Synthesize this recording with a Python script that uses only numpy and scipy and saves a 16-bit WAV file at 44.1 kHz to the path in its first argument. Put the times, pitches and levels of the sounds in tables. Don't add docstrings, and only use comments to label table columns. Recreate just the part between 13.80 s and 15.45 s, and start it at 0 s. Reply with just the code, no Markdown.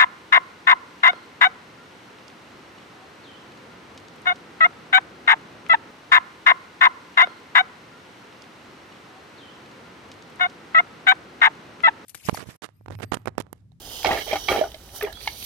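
import sys
import numpy as np
from scipy import signal
from scipy.fft import rfft, irfft
from scipy.io import wavfile
from scipy.ndimage import uniform_filter1d

SR = 44100
rng = np.random.default_rng(int(sys.argv[2]) if len(sys.argv) > 2 else 0)


def rack_gain(trim_db):
    fader = np.asarray(trim_db, float)
    return 10 ** (fader / 20)


def file_out(sig):
    cols = np.atleast_2d(sig).T
    lim = np.clip(cols, -1, 1)
    pcm = np.round(lim * 32767).astype(np.int16)
    wavfile.write(sys.argv[1], SR, pcm)


N = 72765
T = np.arange(N) / SR
STRIKE_T = np.arange(3528) / SR

# (frequency [Hz], density [dB per Hz])
HUM = [(53, -54), (90, -1), (300, -7.5), (606, -14), (998, -20), (1870, -23), (4170, -19), (16000, -30)]
HUM_DB = -47.5
# (frequency [Hz], width [Hz], level [dB])
RUMBLE = (56, 33, -50.5)
# (time [s], flow [dB], nasal ring over flow [dB])
AIR = [(0, -54.5, 3), (.14, -48, 8), (.45, -48, 6), (.675, -50.5, 10), (.705, -41.5, 4), (.745, -46, 5.5),
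       (.79, -48, 6.5), (.82, -55.5, 11), (.96, -64, 2.5), (1.126, -57.5, 2.5), (1.164, -43, -2.5),
       (1.215, -52, 4), (1.29, -63.5, 7), (1.39, -59.5, 7.5), (1.43, -49, 5), (1.56, -51, 4),
       (1.65, -42, 1)]
# (frequency [Hz], density [dB per Hz])
HISS = [(3820, -7), (6500, -2.5), (7310, -10), (7850, -9.5), (8300, -3.5), (9230, 0), (11300, -3),
        (13200, 1), (16000, -3)]
# (frequency [Hz], width [Hz])
NOTCHES = [(7750, 440), (14400, 910)]
# (frequency [Hz], width [Hz], level [dB])
NOSTRILS = [
    [(3000, 234, -0.5), (3290, 89, -1), (3580, 190, -3.5), (4290, 350, -8), (5030, 160, -2),
     (5980, 230, -4.5), (7130, 390, -10)],
    [(3000, 123, 1.5), (3250, 140, -3.5), (3730, 280, -4), (4660, 400, -8), (5764, 194, 0),
     (6900, 300, -13)],
    [(2300, 210, -10.5), (3200, 380, -5.5), (3700, 120, -2.5), (4110, 220, -1.5), (4714, 67, 2.5),
     (5780, 130, -2), (9080, 230, -7)],
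]
# (first change [s], second change [s])
NOSE_TURNS_S = (0.41, 1.33)
NOSE_BLEND_S = 0.067
# (frequency [Hz], width [Hz], level [dB])
CHEST = [(384, 213, 0.5), (780, 187, 1), (1200, 440, -6.5), (1900, 910, -13)]
# (time [s], peak [dB], pitch [Hz], fizz [dB])
TICKS = [(0.23, -26, 3000, -10), (0.917, -34.5, 3200, -9), (1.051, -58, 1500, -22),
         (1.091, -41.5, 2330, -19), (1.148, -39, 860, -17), (1.16, -37, 1300, 8), (1.211, -24, 1790, -35),
         (1.2243, -20.5, 2250, -21), (1.229, -33, 1940, 7.5), (1.271, -26.5, 690, -35),
         (1.325, -31.5, 1570, -5), (1.328, -32, 4000, -19), (1.371, -34, 1310, -13),
         (1.405, -32, 3000, -14), (1.474, -21.5, 3200, -20), (1.4119, -34, 2500, -10),
         (1.437, -44, 2200, 10), (1.458, -34.5, 2100, -20), (1.624, -30.5, 2250, -15)]
# (time [s], force [dB], brightness over force [dB], mouth resonance [Hz])
SHOVES = [
    [(.243, -29, -15.5, 1500), (.249, -22.5, -10, 1386), (.298, -27, -12, 1290), (.315, -24, -11, 1580),
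     (.35, -26.5, -10.5, 1660), (.425, -46, 5.5, 1700)],
    [(.462, -41.5, -18, 1500), (.49, -35, -2, 1900), (.535, -32.5, -7.5, 1670), (.565, -32.5, -3, 1270),
     (.595, -64, 1, 1100)],
    [(.682, -27, -7, 1250), (.688, -23.5, -6.5, 1220), (.745, -26, -11.5, 1550), (.79, -29, -11.5, 1690),
     (.875, -43.5, -19, 1490)],
    [(1.219, -40, -17, 2570), (1.232, -35, -6.5, 2050), (1.27, -40.5, -7.5, 1720), (1.315, -56.5, -5, 1670)],
]
# (frequency [Hz], width [Hz], level [dB])
STEP = [(285.7, 22, -5), (408.4, 82, -2), (587, 57, -9), (651.5, 43, 0.5), (806, 79, 1.5), (1199, 85, -9.5),
        (1406, 150, -14)]
# (frequency [Hz], width [Hz], level [dB])
BOWL = [(1734, 41, -1), (2210, 105, 5.5), (2770, 47, -1.5), (3204, 93, 1), (4000, 133, -2.5),
        (4700, 580, -13), (5720, 80, -11.5)]
STEP_WIDEN, BOWL_WIDEN = 0.98, 2.44
SLIPS_PER_S, SLIP_SPREAD_DB = 1400, 1.5
THUMP_HZ, THUMP_WIDTH_HZ, THUMP_DB = 67.7, 43, -17
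MOUTH_DB, MOUTH_WIDTH_HZ, MOUTH_WANDER = -3, 153, 0.063
# (time [s], peak [dB], ring [Hz], brightness [dB], t60 [s])
KNOCKS = [(0.2459, -5.5, 818, -11.5, 0.025), (.2575, -1.5, 590, -19, 0.011), (.267, -5, 403, -16, 0.012),
          (.2895, -9.5, 780, -17.5, 0.035), (.3085, 1, 780, -30, 0.009), (0.312, -1, 398, -34, 0.0056),
          (0.329, -6, 660, -21, 0.0096), (.354, -2.5, 670, -46, 0.0069), (.478, -21, 610, -31, 0.044),
          (0.511, -14, 500, -10, 0.024), (.5295, -6.5, 620, -18, 0.016), (.5345, -6.5, 670, -18.5, 0.015),
          (.556, -12.5, 800, -15, 0.043), (.685, -9, 800, -8.5, 0.016), (0.7107, -6.5, 520, -34, 0.009),
          (0.7182, -2.5, 477, -39, 0.013), (.760, -13, 652, -18, 0.016), (.776, -7, 626, -28, 0.014),
          (0.7815, -2.5, 577, -28, 0.0098), (0.7896, -5.5, 437, -27, 0.023), (.812, -3.5, 631, -32, 0.061),
          (.838, -25.5, 1455, -19, 0.052), (0.943, -30, 634, -5, 0.07), (1.474, -12, 860, -8.5, 0.021)]
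# (time [s], peak [dB], frequency [Hz], t60 [s])
PINGS = [(.2468, -19, 3200, 0.019), (.2468, -25, 2280, 0.018), (0.2603, -17, 3250, 0.017),
         (.2668, -12, 2174, 0.029), (0.269, -25, 5710, 0.03), (.294, -27, 2160, 0.011),
         (0.3135, -14, 1900, 0.03), (0.333, -23, 3000, .02), (.347, -25, 2680, 0.018),
         (.364, -21, 715, 0.013), (0.4807, -27, 3140, 0.033), (0.5128, -22, 2320, 0.043),
         (.515, -25.5, 3200, 0.083), (.6853, -13, 2270, 0.054), (.686, -22.5, 3250, 0.11),
         (.689, -17, 1194, 0.092), (.698, -19, 2300, .02), (.706, -35, 2180, .02), (.790, -26.5, 3130, .05),
         (0.811, -26.5, 1720, 0.021), (.839, -19, 678, 0.059), (1.209, -26.5, 680, 0.032),
         (1.2121, -25.5, 1770, 0.027), (1.212, -27, 1200, 0.028), (1.214, -35, 3050, .02),
         (1.248, -27.5, 2390, 0.025), (1.249, -42, 3200, 0.044), (1.282, -33, 780, 0.042),
         (1.2972, -37.5, 1690, 0.065), (1.331, -37, 4000, .03), (1.475, -23.5, 2124, 0.018)]
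# (start [s], length [s], level [dB], from [Hz], to [Hz])
TONES = [
    (1.221, .047, -21, 445, 415),
    (1.338, .066, -43, 3170, 3400),
]
ROOM_T60_S, ROOM_DB = .13, -12
# (frequency [Hz], left over right [dB])
LEAN = [(60, -1), (300, -1), (600, -2), (1200, -1), (2500, -8), (5500, -11), (15000, -3)]
# (frequency [Hz], left-right likeness [0 to 1])
LIKE = [(60, 1), (150, 0.82), (400, 0.9), (1000, 0.65), (3000, 0.54), (12000, 0.3)]
# (frequency [Hz], left lead [rad])
TURN = [(900, 0), (2670, 1), (4650, 1.5), (5680, -2), (8440, -2), (16000, -1)]


def evened(x):
    return x / np.sqrt(np.mean(x ** 2) + 1e-20)


def read(points, hz):
    f, value = np.transpose(points)
    return np.interp(np.log(hz + 1), np.log(f + 1), value)


def add(mix, s, sound):
    part = mix[round(s * SR):][:len(sound)]
    part += sound[:len(part)]


def resonate(x, hz, width):
    r = np.exp(-np.pi * width / SR)
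    if np.ndim(hz) == 0:
        return 2 * signal.lfilter([1 - r], [1, -r * np.exp(2j * np.pi * hz / SR)], x + 1e-18).real
    turn = np.exp(2j * np.pi * np.cumsum(hz) / SR)
    return 2 * (turn * signal.lfilter([1 - r], [1, -r], x / turn + 1e-18)).real


def through(x, peaks, widen=0.99):
    total = 0
    for k, (hz, width, db) in enumerate(peaks):
        narrow = resonate(x, hz, width * widen)
        total = total + (-1) ** k * rack_gain(db) * resonate(narrow, hz, 3 * width * widen)
    return total


def shaped(table):
    hz = np.fft.rfftfreq(N, 1 / SR)
    inside = (hz > table[0][0]) & (hz < table[-1][0])
    return evened(irfft(rfft(rng.standard_normal(N)) * rack_gain(read(table, hz)) * inside, N))


def wander(n, *sizes):
    x = rng.standard_normal(n)
    for size in sizes:
        x = uniform_filter1d(x, size)
    return evened(x)


def flutter(db, size):
    return rack_gain(db * wander(N, size, size))


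def struck(attack_s, t60):
    return np.minimum(STRIKE_T / attack_s, 1) * rack_gain(-60 * STRIKE_T / t60)


def room_tone():
    hz, width, db = RUMBLE
    rumble = evened(through(rng.standard_normal(N), [(hz, width, 0)])) * flutter(1.3, 2500)
    return rack_gain(HUM_DB - 5.0) * shaped(HUM) + rack_gain(db) * rumble


def nose():
    s, flow, ring = np.transpose(AIR)
    flow_db, ring_db = np.interp(T, s, flow), np.interp(T, s, flow + ring)
    early, late = [np.clip((T - turn) / NOSE_BLEND_S + .5, 0, 1) for turn in NOSE_TURNS_S]

    edge = evened(resonate(rng.standard_normal(N), 12700, 300))
    hiss = shaped(HISS) + rack_gain(2.5) * np.clip((T - 1.35) / 0.53, .2, 1) * edge
    for hz, width in NOTCHES:
        hiss = hiss - 0.95 * late * resonate(hiss, hz, width)
    hiss = hiss * rack_gain(flow_db + 4.0) * flutter(1.8, 200)

    air = rng.standard_normal(N)
    shares = (1 - early, early - late, late)
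    rings = sum(np.sqrt(share) * evened(through(air, peaks)) for share, peaks in zip(shares, NOSTRILS))
    rings = rings * rack_gain(ring_db) * flutter(0.83, 300)

    chest_db = 0.42 * (ring_db + 43.5) - 49.0 - 4.1 * late
    chest = evened(through(rng.standard_normal(N), CHEST)) * rack_gain(chest_db) * flutter(2.0, 900)
    return hiss + rings + chest


def tick(db, hz, fizz_db):
    spit = rng.standard_normal(len(STRIKE_T)) * struck(.001, .016)
    pop = resonate(resonate(resonate(spit, hz, .7 * hz), hz, hz), hz, 1.5 * hz)
    fizz = through(spit, [(9200, 2100, -4.0), (11680, 430, 12.5), (13700, 2300, -2.0)])
    return rack_gain(db) * (pop / abs(pop).max() + rack_gain(fizz_db) * fizz / abs(fizz).max())


def shoves():
    force, bright, mouth = np.zeros((3, N))
    for rows in SHOVES:
        s, db, rel, hz = np.transpose(rows)
        inside = (T > s[0]) & (T < s[-1])
        force += inside * rack_gain(np.interp(T, s, db))
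        bright += inside * rack_gain(np.interp(T, s, db + rel))
        mouth += inside * np.interp(T, s, hz)
    last = T > SHOVES[-1][0][0]

    sizes = rack_gain(SLIP_SPREAD_DB * np.minimum(rng.exponential(1, N), 4))
    slips = sizes * (rng.random(N) < SLIPS_PER_S / SR)
    slips = evened(slips * rng.choice([-1., 1.], N)) + 0.4 * rng.standard_normal(N)

    def scale(peaks, widen):
        return 1 / np.std(through(slips, peaks, widen))

    step = through(slips * force, STEP, STEP_WIDEN) * scale(STEP, STEP_WIDEN)
    scrape = (slips + rng.standard_normal(N)) * bright
    bowl = through(scrape, BOWL, BOWL_WIDEN) * scale(BOWL, BOWL_WIDEN)

    mouth = mouth * (1 + MOUTH_WANDER * wander(N, 500))
    wet = 0
    for k in (1, 1.7):
        narrow = resonate(slips * bright, k * mouth, MOUTH_WIDTH_HZ)
        wet = wet + k ** -1.2 * resonate(narrow, k * mouth, 2 * MOUTH_WIDTH_HZ)
    wet = rack_gain(MOUTH_DB) * wet * scale([(1500, MOUTH_WIDTH_HZ, 0)], 0.86)

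    thump = through(slips * force, [(THUMP_HZ, THUMP_WIDTH_HZ, THUMP_DB)])
    thump = thump * scale([(THUMP_HZ, THUMP_WIDTH_HZ, 0)], 0.77)
    return rack_gain(1.5) * step + rack_gain(-1.0 - 5.1 * last) * bowl + wet * (1 + last) + thump


def knock(db, hz, bright_db, t60):
    under = 0.078 * np.sin(2 * np.pi * hz * .62 * STRIKE_T) * rack_gain(-900 * STRIKE_T)
    ring = (np.sin(2 * np.pi * hz * STRIKE_T) + under) * struck(.0012, t60)
    clatter = through(rng.standard_normal(len(STRIKE_T)) * struck(.0015, .02), BOWL, BOWL_WIDEN)
    return rack_gain(db) * (rack_gain(-2.5) * ring + rack_gain(bright_db + 4.5) * clatter / abs(clatter).max())


def ping(db, hz, t60):
    return rack_gain(db) * struck(.0014, t60) * np.sin(2 * np.pi * hz * STRIKE_T)


def swell(length, db, hz, end_hz):
    u = np.arange(0, length, 1 / SR) / length
    waver = 1 + 0.013 * wander(len(u), 200)
    f = (hz + (end_hz - hz) * np.sin(np.pi / 2 * np.minimum(u / 0.72, 1))) * waver
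    loudness = rack_gain(db + 81 * (waver - 1)) * np.sin(np.pi * u) ** 0.99
    return loudness * np.sin(2 * np.pi * np.cumsum(f) / SR)


def reflected(x, t60, gap_s):
    t = np.arange(0, t60, 1 / SR)
    taps = rng.choice([-1., 1.], len(t)) * (rng.random(len(t)) < .08) * rack_gain(-60 * t / t60)
    taps = np.append(np.zeros(int(gap_s * SR)), taps)
    return signal.oaconvolve(x, taps / np.linalg.norm(taps))[:N]


def ports(a, b):
    hz = np.fft.rfftfreq(N, 1 / SR)
    like, lean = np.clip(read(LIKE, hz), 0, 1), rack_gain(read(LEAN, hz) / 2)
    za, zb = rfft(a), rfft(b)
    left = (like * za + np.sqrt(1 - like ** 2) * zb) * np.exp(1j * read(TURN, hz)) * lean
    return irfft(np.array([left, za / lean]), N)


def scene():
    air = ports(nose() + room_tone(), nose() + room_tone())
    near = shoves()
    for make, table in ((tick, TICKS), (knock, KNOCKS), (ping, PINGS), (swell, TONES)):
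        for s, *settings in table:
            add(near, s, make(*settings))
    walls = rack_gain(ROOM_DB) * np.array([reflected(near, ROOM_T60_S, gap_s) for gap_s in (.008, .0063)])
    drift = 2.36 * wander(N, 1500, 1500)
    turned = (signal.hilbert(near) * np.exp(1j * drift)).real
    return ports(near, turned) + walls + air


def low_pass(x):
    return signal.sosfilt(signal.butter(12, 16910, fs=SR, output="sos"), x)


def record(dry):
    edge = signal.firwin(1501, 15860, fs=SR)
    mix = signal.oaconvolve(dry, edge[None], "same")
    return low_pass(mix)


dry = scene()
out = record(dry)
file_out(out)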